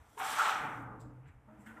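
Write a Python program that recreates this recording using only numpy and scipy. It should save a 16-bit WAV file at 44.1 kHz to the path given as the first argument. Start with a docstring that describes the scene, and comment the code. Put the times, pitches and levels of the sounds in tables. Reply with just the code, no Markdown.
"""Hose on a plastered wall

A hose is swung across wet plaster in a bare concrete hall, over faint building-site noise.
One heavy burst of drops drums on the wall and reverberates, and a low rumble swells after it.
Lighter splats follow, some ringing with trapped air, among hollow tones and dull thuds.
Fine drops hiss above them: many small random impacts add up to noise."""
import sys
import numpy as np
from scipy import signal
from scipy.fft import rfft, irfft, next_fast_len
from scipy.io import wavfile
from scipy.ndimage import uniform_filter1d

SR = 44100
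rng = np.random.default_rng(int(sys.argv[2]) if len(sys.argv) > 2 else 0)


def unload_audio(sound):
    """Save the sound as a 16-bit wav file, at the path given as the first command line argument."""
    columns = np.transpose(np.atleast_2d(sound))
    # keep every value between -1 and 1, then stretch to whole-number steps
    steps = np.round(np.clip(columns, -1, 1) * 32767)
    wavfile.write(sys.argv[1], SR, steps.astype(np.int16))


N = 79380
TIME, BIN_HZ = np.arange(N) / SR, np.fft.rfftfreq(N, 1 / SR)
DROPS_PER_S, DROP_SPREAD_DB = 3200, 0.5
MIST_PER_S, MIST_SPREAD_DB = 9000, 3

# envelopes of the sustained sources: (time [s], level [dB])
SITE_LEVEL = [(0, -64), (.15, -65.5), (.8, -66.5), (1.42, -69.5), (1.8, -57.5)]
DEEP_BAND_LEVEL = [(0, -52.5), (.06, -77), (.5, -82), (.85, -62), (.95, -62), (1.12, -58), (1.2, -69),
                   (1.32, -61), (1.45, -65.5), (1.8, -90)]
RUMBLE_LEVEL = [(.1, -79), (.32, -57), (.42, -84), (.56, -56), (.63, -48), (.75, -53), (.9, -51.5),
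                (1.05, -54.5), (1.2, -63.5), (1.42, -73.5), (1.55, -68), (1.8, -61)]
HALL_MODE_LEVEL = [(.55, -93), (.7, -55), (.84, -50), (.95, -51), (1.04, -49.5), (1.16, -55), (1.24, -53.5),
                   (1.42, -69.5), (1.52, -61.5), (1.8, -74.5)]
SPLASH_LEVEL = [(.168, -77), (.179, -48), (.19, -51), (.2, -40.5), (.28, -38), (.365, -37.5), (.44, -32.5),
                (.465, -31), (.53, -34.5), (.6, -40.5), (.72, -43), (.8, -49.5), (.92, -52), (1.0, -67),
                (1.25, -97)]
SPRAY_LEVEL = [(0, -82.5), (.165, -73.5), (.195, -58), (.26, -49.5), (.36, -47.5), (.395, -44.5),
               (.51, -47.5), (.58, -57.5), (.68, -68), (.8, -75), (.87, -104)]
SIZZLE_LEVEL = [(0, -84.5), (.17, -70.5), (.19, -50), (.215, -56), (.25, -50.5), (.33, -47), (.42, -63),
                (.62, -69), (.83, -75.5), (.89, -100), (1.56, -100), (1.61, -75), (1.65, -84),
                (1.668, -66.5), (1.78, -89)]
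# spectral shapes of the sources: (frequency [Hz], relative level [dB])
SITE_SPECTRUM = [(20, -23.5), (55, -4), (110, -4.5), (200, -18.5), (290, -9.5), (370, -24), (440, -9.5),
                 (520, -18.5), (780, -9), (1400, -16), (2200, -21.5), (4300, -42.5), (7800, -38),
                 (14000, -43)]
RUMBLE_SPECTRUM = [(25, -28.5), (50, -6.5), (75, -11), (100, -3.5), (140, 4.5), (190, 1), (235, -1.5),
                   (272, 6), (325, 3), (372, -13.5), (440, -1.5), (530, -5.5), (700, -14), (1500, -22.5),
                   (4000, -54.5)]
SPLASH_SPECTRUM = [(60, -42.5), (140, -27), (310, -22.5), (370, -24), (440, -11), (520, -22.5), (600, -8),
                   (670, -13), (765, -1), (805, -3.5), (870, 3), (980, -6.5), (1130, 0), (1410, -0.5),
                   (1750, -8), (2300, -10), (2800, -14), (3500, -15), (4400, -23.5), (9000, -47)]
SPRAY_SPECTRUM = [(1500, -39), (3300, 5.5), (4200, -3.5), (5100, -1.5), (5950, 1.5), (6700, -3.5),
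                  (7900, 1.5), (9700, -11.5), (14000, -10)]
SPATTER_SPECTRUM = [(1500, -10), (3200, 3.5), (4600, -1), (6500, 0), (7700, 12.5), (9500, -6), (11500, -9),
                    (14000, -4)]
SIZZLE_SPECTRUM = [(3000, -43), (6500, -7.5), (7700, 1), (9500, -2), (11500, -5.5), (14000, -3.5)]
# upper band edge of the splash: (time [s], cutoff [Hz])
SPLASH_CUTOFF = [(.17, 3900), (.5, 4300), (.62, 2900), (.76, 2276), (.9, 1410), (1.1, 1210)]
# slugs of water striking the wall:
# (time [s], level [dB], frequency [Hz], splat bandwidth [Hz], ring amplitude [0-1], decay [s])
SLUG_IMPACTS = [(.168, -52, 423.6, 50, 1, 0.17), (0.172, -47, 928, 165, 0.74, 0.12),
                (0.205, -42, 945, 477, 0.6, 0.15), (.21, -41, 771, 58, 0.84, 0.47),
                (0.37, -41.5, 1364, 450, 0.3, .06), (.381, -30, 1342, 478, 0.4, 0.084),
                (.39, -28, 1400, 403, 0.9, 0.073), (.406, -27, 1312, 302, 0.47, .11),
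                (0.41, -32, 1138, 208.4, 0.88, 0.055), (0.414, -33.5, 852, 101, 0.75, 0.24),
                (1.231, -76.5, 2330, 1110, 0, 0.36), (1.254, -65.5, 1830, 1100, 0, .3),
                (1.284, -67.5, 1930, 1000, 0, 0.083), (1.66, -51, 1663, 696, 0.52, .13),
                (1.664, -66.5, 3020, 750, 0.2, 0.24), (1.687, -52, 1483, 900, 0.82, .08),
                (1.706, -53, 1430, 900, 0.85, 0.11), (1.764, -50.5, 1356, 244, 0.94, 0.085),
                (1.767, -55.5, 1874, 300, 0.86, .06)]
# stray sprays of fine drops: (time [s], level [dB], attack [s], decay [s])
STRAY_SPRAYS = [(.384, -48, 0.0053, 0.049), (0.992, -64.5, 0.02, 0.12), (1.265, -75.5, 0.02, 0.097),
                (1.582, -78, 0.039, 0.23), (1.657, -68.5, 0.0048, 0.17)]
# reverberation of the hall: (frequency [Hz], reverberation time [s])
REVERB_TIMES = [(125, 0.88), (1000, 0.98), (2000, 0.58), (4000, 0.4), (8000, 0.25), (14000, 0.084)]
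# hollow tones among the thuds: (time [s], level [dB], frequency [Hz], decay [s])
HOLLOW_TONES = [(1.469, -58, 215.6, 0.51), (1.515, -61, 315, 0.81), (1.581, -54, 206.6, 0.2),
                (1.655, -52.5, 222, 0.57), (1.755, -59, 310, 0.96)]
# landings of falling water: (time [s], level [dB], decay [s])
LANDINGS = [(1.478, -60, 0.72), (1.658, -65, 1), (1.775, -55.5, 0.34)]
# resonances they excite: (frequency [Hz], half-bandwidth per stage [Hz], relative level [dB])
LANDING_MODES = [(234, 38, -5), (440, 27, -13), (627, 12, -2.5), (910, 74, -3), (1270, 150, -4)]
# stereo width: (frequency [Hz], side gain [dB])
SIDE_GAIN = [(3200, -73.5), (5000, -31.5), (7500, -7.5), (13000, -4.5)]


def from_db(db):
    """Amplitude ratio of a level in decibels."""
    return 10 ** (np.asarray(db) / 20)


def rms_one(x):
    """Normalisation to unit rms."""
    return x / np.sqrt(np.mean(x ** 2) + 1e-20)


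def even_out(x, size):
    """Division by the running rms over `size` samples flattens the envelope."""
    return x / np.sqrt(uniform_filter1d(x ** 2, size=size) + 1e-3)


def envelope(rows):
    """Amplitude over time, interpolated in decibels."""
    return from_db(np.interp(TIME, *np.transpose(rows)))


def at_hz(points, hz):
    """Interpolation on a logarithmic frequency axis."""
    f, value = np.transpose(points)
    return np.interp(np.log(np.maximum(hz, 1)), np.log(f), value)


def colour(x, points):
    """Minimum-phase filter: folding the cepstrum makes the given response causal."""
    size = next_fast_len(2 * N)
    gain = from_db(at_hz(points, np.fft.rfftfreq(size, 1 / SR)))
    cepstrum = irfft(np.log(gain), size)
    cepstrum[1:size // 2] *= 2
    cepstrum[size // 2 + 1:] = 0
    return irfft(rfft(x, size) * np.exp(rfft(cepstrum)), size)[..., :N]


def resonate(x, hz, width_hz):
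    """Two equal resonators in cascade give steep skirts; unit rms."""
    r = np.exp(-np.pi * width_hz / SR)
    stage = [1 - r, 0, r - 1, 1, -2 * r * np.cos(2 * np.pi * hz / SR), r * r]
    return rms_one(signal.sosfilt([stage, stage], x))


def drift(rate):
    """Random modulation: linear interpolation of `rate` Gaussian values a second."""
    knots = rng.standard_normal(512)
    return np.interp(TIME * rate, np.arange(len(knots)), knots)


def burst(start, attack, decay):
    """Linear rise, then exponential damping by 60 dB over the decay time."""
    age = TIME - start
    return np.clip(age / attack, 0, 1) * np.exp(-np.log(1000) * np.maximum(age - attack, 0) / decay)


def white_noise():
    """Gaussian noise, uncorrelated between mid and side."""
    return rng.standard_normal((2, N))


def drops(rate, spread_db):
    """Shot noise: independent impacts of uneven size, as mid and side; unit rms."""
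    sizes = from_db(spread_db * np.minimum(rng.exponential(1, (2, N)), 4))
    signs = rng.choice([-1, 1], (2, N))
    hits = rng.random((2, N)) < rate / SR
    return rms_one(sizes * signs * hits) + 1e-18


def site():
    """The building site is a faint broadband noise floor, strongest in the bass."""
    return envelope(SITE_LEVEL) * rms_one(colour(white_noise(), SITE_SPECTRUM))


def rumble():
    """Two bands of low noise swell and fade; a hall mode, driven by noise, gives a rough resonance."""
    mode = even_out(resonate(white_noise(), hz=122.4, width_hz=14), size=2600)
    mode *= from_db(1.5 * drift(rate=27.7))
    broad = rms_one(colour(white_noise(), RUMBLE_SPECTRUM))
    deep = resonate(white_noise(), hz=57, width_hz=48)
    return (envelope(HALL_MODE_LEVEL) * mode + envelope(RUMBLE_LEVEL) * broad
            + envelope(DEEP_BAND_LEVEL) * deep)


def splash():
    """Impact noise of heavy drops on plaster: the spent jet lands more softly, so the band narrows."""
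    patter = rms_one(colour(drops(DROPS_PER_S, DROP_SPREAD_DB), SPLASH_SPECTRUM))
    out, state, block = np.zeros((2, N)), np.zeros((2, 2, 2)), 512
    for i in range(0, N, block):
        cutoff_hz = np.interp(i / SR, *np.transpose(SPLASH_CUTOFF))
        lowpass = signal.butter(4, cutoff_hz, fs=SR, output="sos")
        out[:, i:i + block], state = signal.sosfilt(lowpass, patter[:, i:i + block], zi=state)
    return envelope(SPLASH_LEVEL) * out


def slaps():
    """Slugs of water land as clusters of impacts; trapped air resonates, rising in pitch as it dies."""
    cluster = drops(MIST_PER_S, DROP_SPREAD_DB)
    attack_s, pitch_rise = .0055, .1
    out = 0
    for start, db, hz, width, ring_gain, decay in SLUG_IMPACTS:
        band = signal.butter(3, [hz - width / 2, hz + width / 2], "band", fs=SR, output="sos")
        splat = even_out(signal.sosfilt(band, cluster), size=500)
        pitch = hz * (1 + pitch_rise * np.clip((TIME - start) / decay, 0, 1))
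        ring = np.sqrt(2) * np.sin(2 * np.pi * np.cumsum(pitch) / SR)
        slap = ring_gain * ring + np.sqrt(1 - ring_gain ** 2) * splat  # constant power
        out += from_db(db) * burst(start, attack_s, decay) * slap
    return out


def glitter(x):
    """Amplitude modulation: treble bands flare independently as water films form and tear; unit rms."""
    spectrum, centres = rfft(x), np.linspace(3000, 14000, 36)
    depth_db = 3.2
    out = 0
    for share in np.eye(len(centres)):
        band = irfft(spectrum * np.interp(BIN_HZ, centres, share), N)
        out += band * from_db(depth_db * drift(rate=40))
    return rms_one(out)


def spray():
    """Shot noise of fine drops: a hiss with the burst, stray spatters, and the finest mist's sizzle."""
    mist = glitter(drops(MIST_PER_S, MIST_SPREAD_DB))
    finest = glitter(drops(MIST_PER_S, MIST_SPREAD_DB))
    strays = sum(from_db(db) * burst(start, attack, decay) for start, db, attack, decay in STRAY_SPRAYS)
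    hiss = envelope(SPRAY_LEVEL) * rms_one(colour(mist, SPRAY_SPECTRUM))
    spatter = strays * rms_one(colour(mist, SPATTER_SPECTRUM))
    sizzle = envelope(SIZZLE_LEVEL) * rms_one(colour(finest, SIZZLE_SPECTRUM))
    return hiss + spatter + sizzle


def hall(x):
    """Diffuse reverberation: convolution with noise whose octaves each decay at their own rate."""
    spectrum, centres = rfft(white_noise()), np.geomspace(62.5, 16000, 9)
    response = 0
    for centre, share in zip(centres, np.eye(len(centres))):
        band = irfft(spectrum * at_hz(np.transpose([centres, share]), BIN_HZ), N)
        response += band * burst(start=0.0016, attack=0.036, decay=at_hz(REVERB_TIMES, centre))
    response *= np.sqrt(2 * np.log(1000) / SR)  # about unit energy for a decay of 1 s
    return signal.fftconvolve(x, response, axes=-1)[:, :N]


def hollow_tones():
    """Damped sinusoids swell and ring on, low and hollow."""
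    out = 0
    for start, db, hz, decay in HOLLOW_TONES:
        tone = np.sqrt(2) * np.sin(2 * np.pi * hz * (TIME - start))
        out += from_db(db) * burst(start, attack=0.019, decay=decay) * tone
    return out


def thuds():
    """Impact excitation: falling water lands dully and drives a few low resonances."""
    fall = drops(DROPS_PER_S, DROP_SPREAD_DB)
    body = sum(from_db(db) * resonate(fall, hz, 2 * half_width) for hz, half_width, db in LANDING_MODES)
    gain = sum(from_db(db) * burst(start, attack=0.01, decay=decay) for start, db, decay in LANDINGS)
    return gain * rms_one(body)


def scene():
    """Superposition of direct and reverberant sound; only the treble has stereo width."""
    background = site() + rumble()
    heavy, slugs, fine = splash(), slaps(), spray()
    reverb = hall(from_db(-7) * heavy + from_db(-9) * slugs + from_db(-6) * fine)
    mid, side = background + heavy + slugs + fine + reverb + hollow_tones() + thuds()
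    side = colour(side, SIDE_GAIN)
    return np.array([mid + side, mid - side])


def record(dry):
    """Band limiting: an elliptic low-pass cuts the top of the treble steeply."""
    cutoff_hz = 14330
    return signal.sosfilt(signal.ellip(12, .2, 80, cutoff_hz, fs=SR, output="sos"), dry)


dry = scene()
out = record(dry)
unload_audio(out)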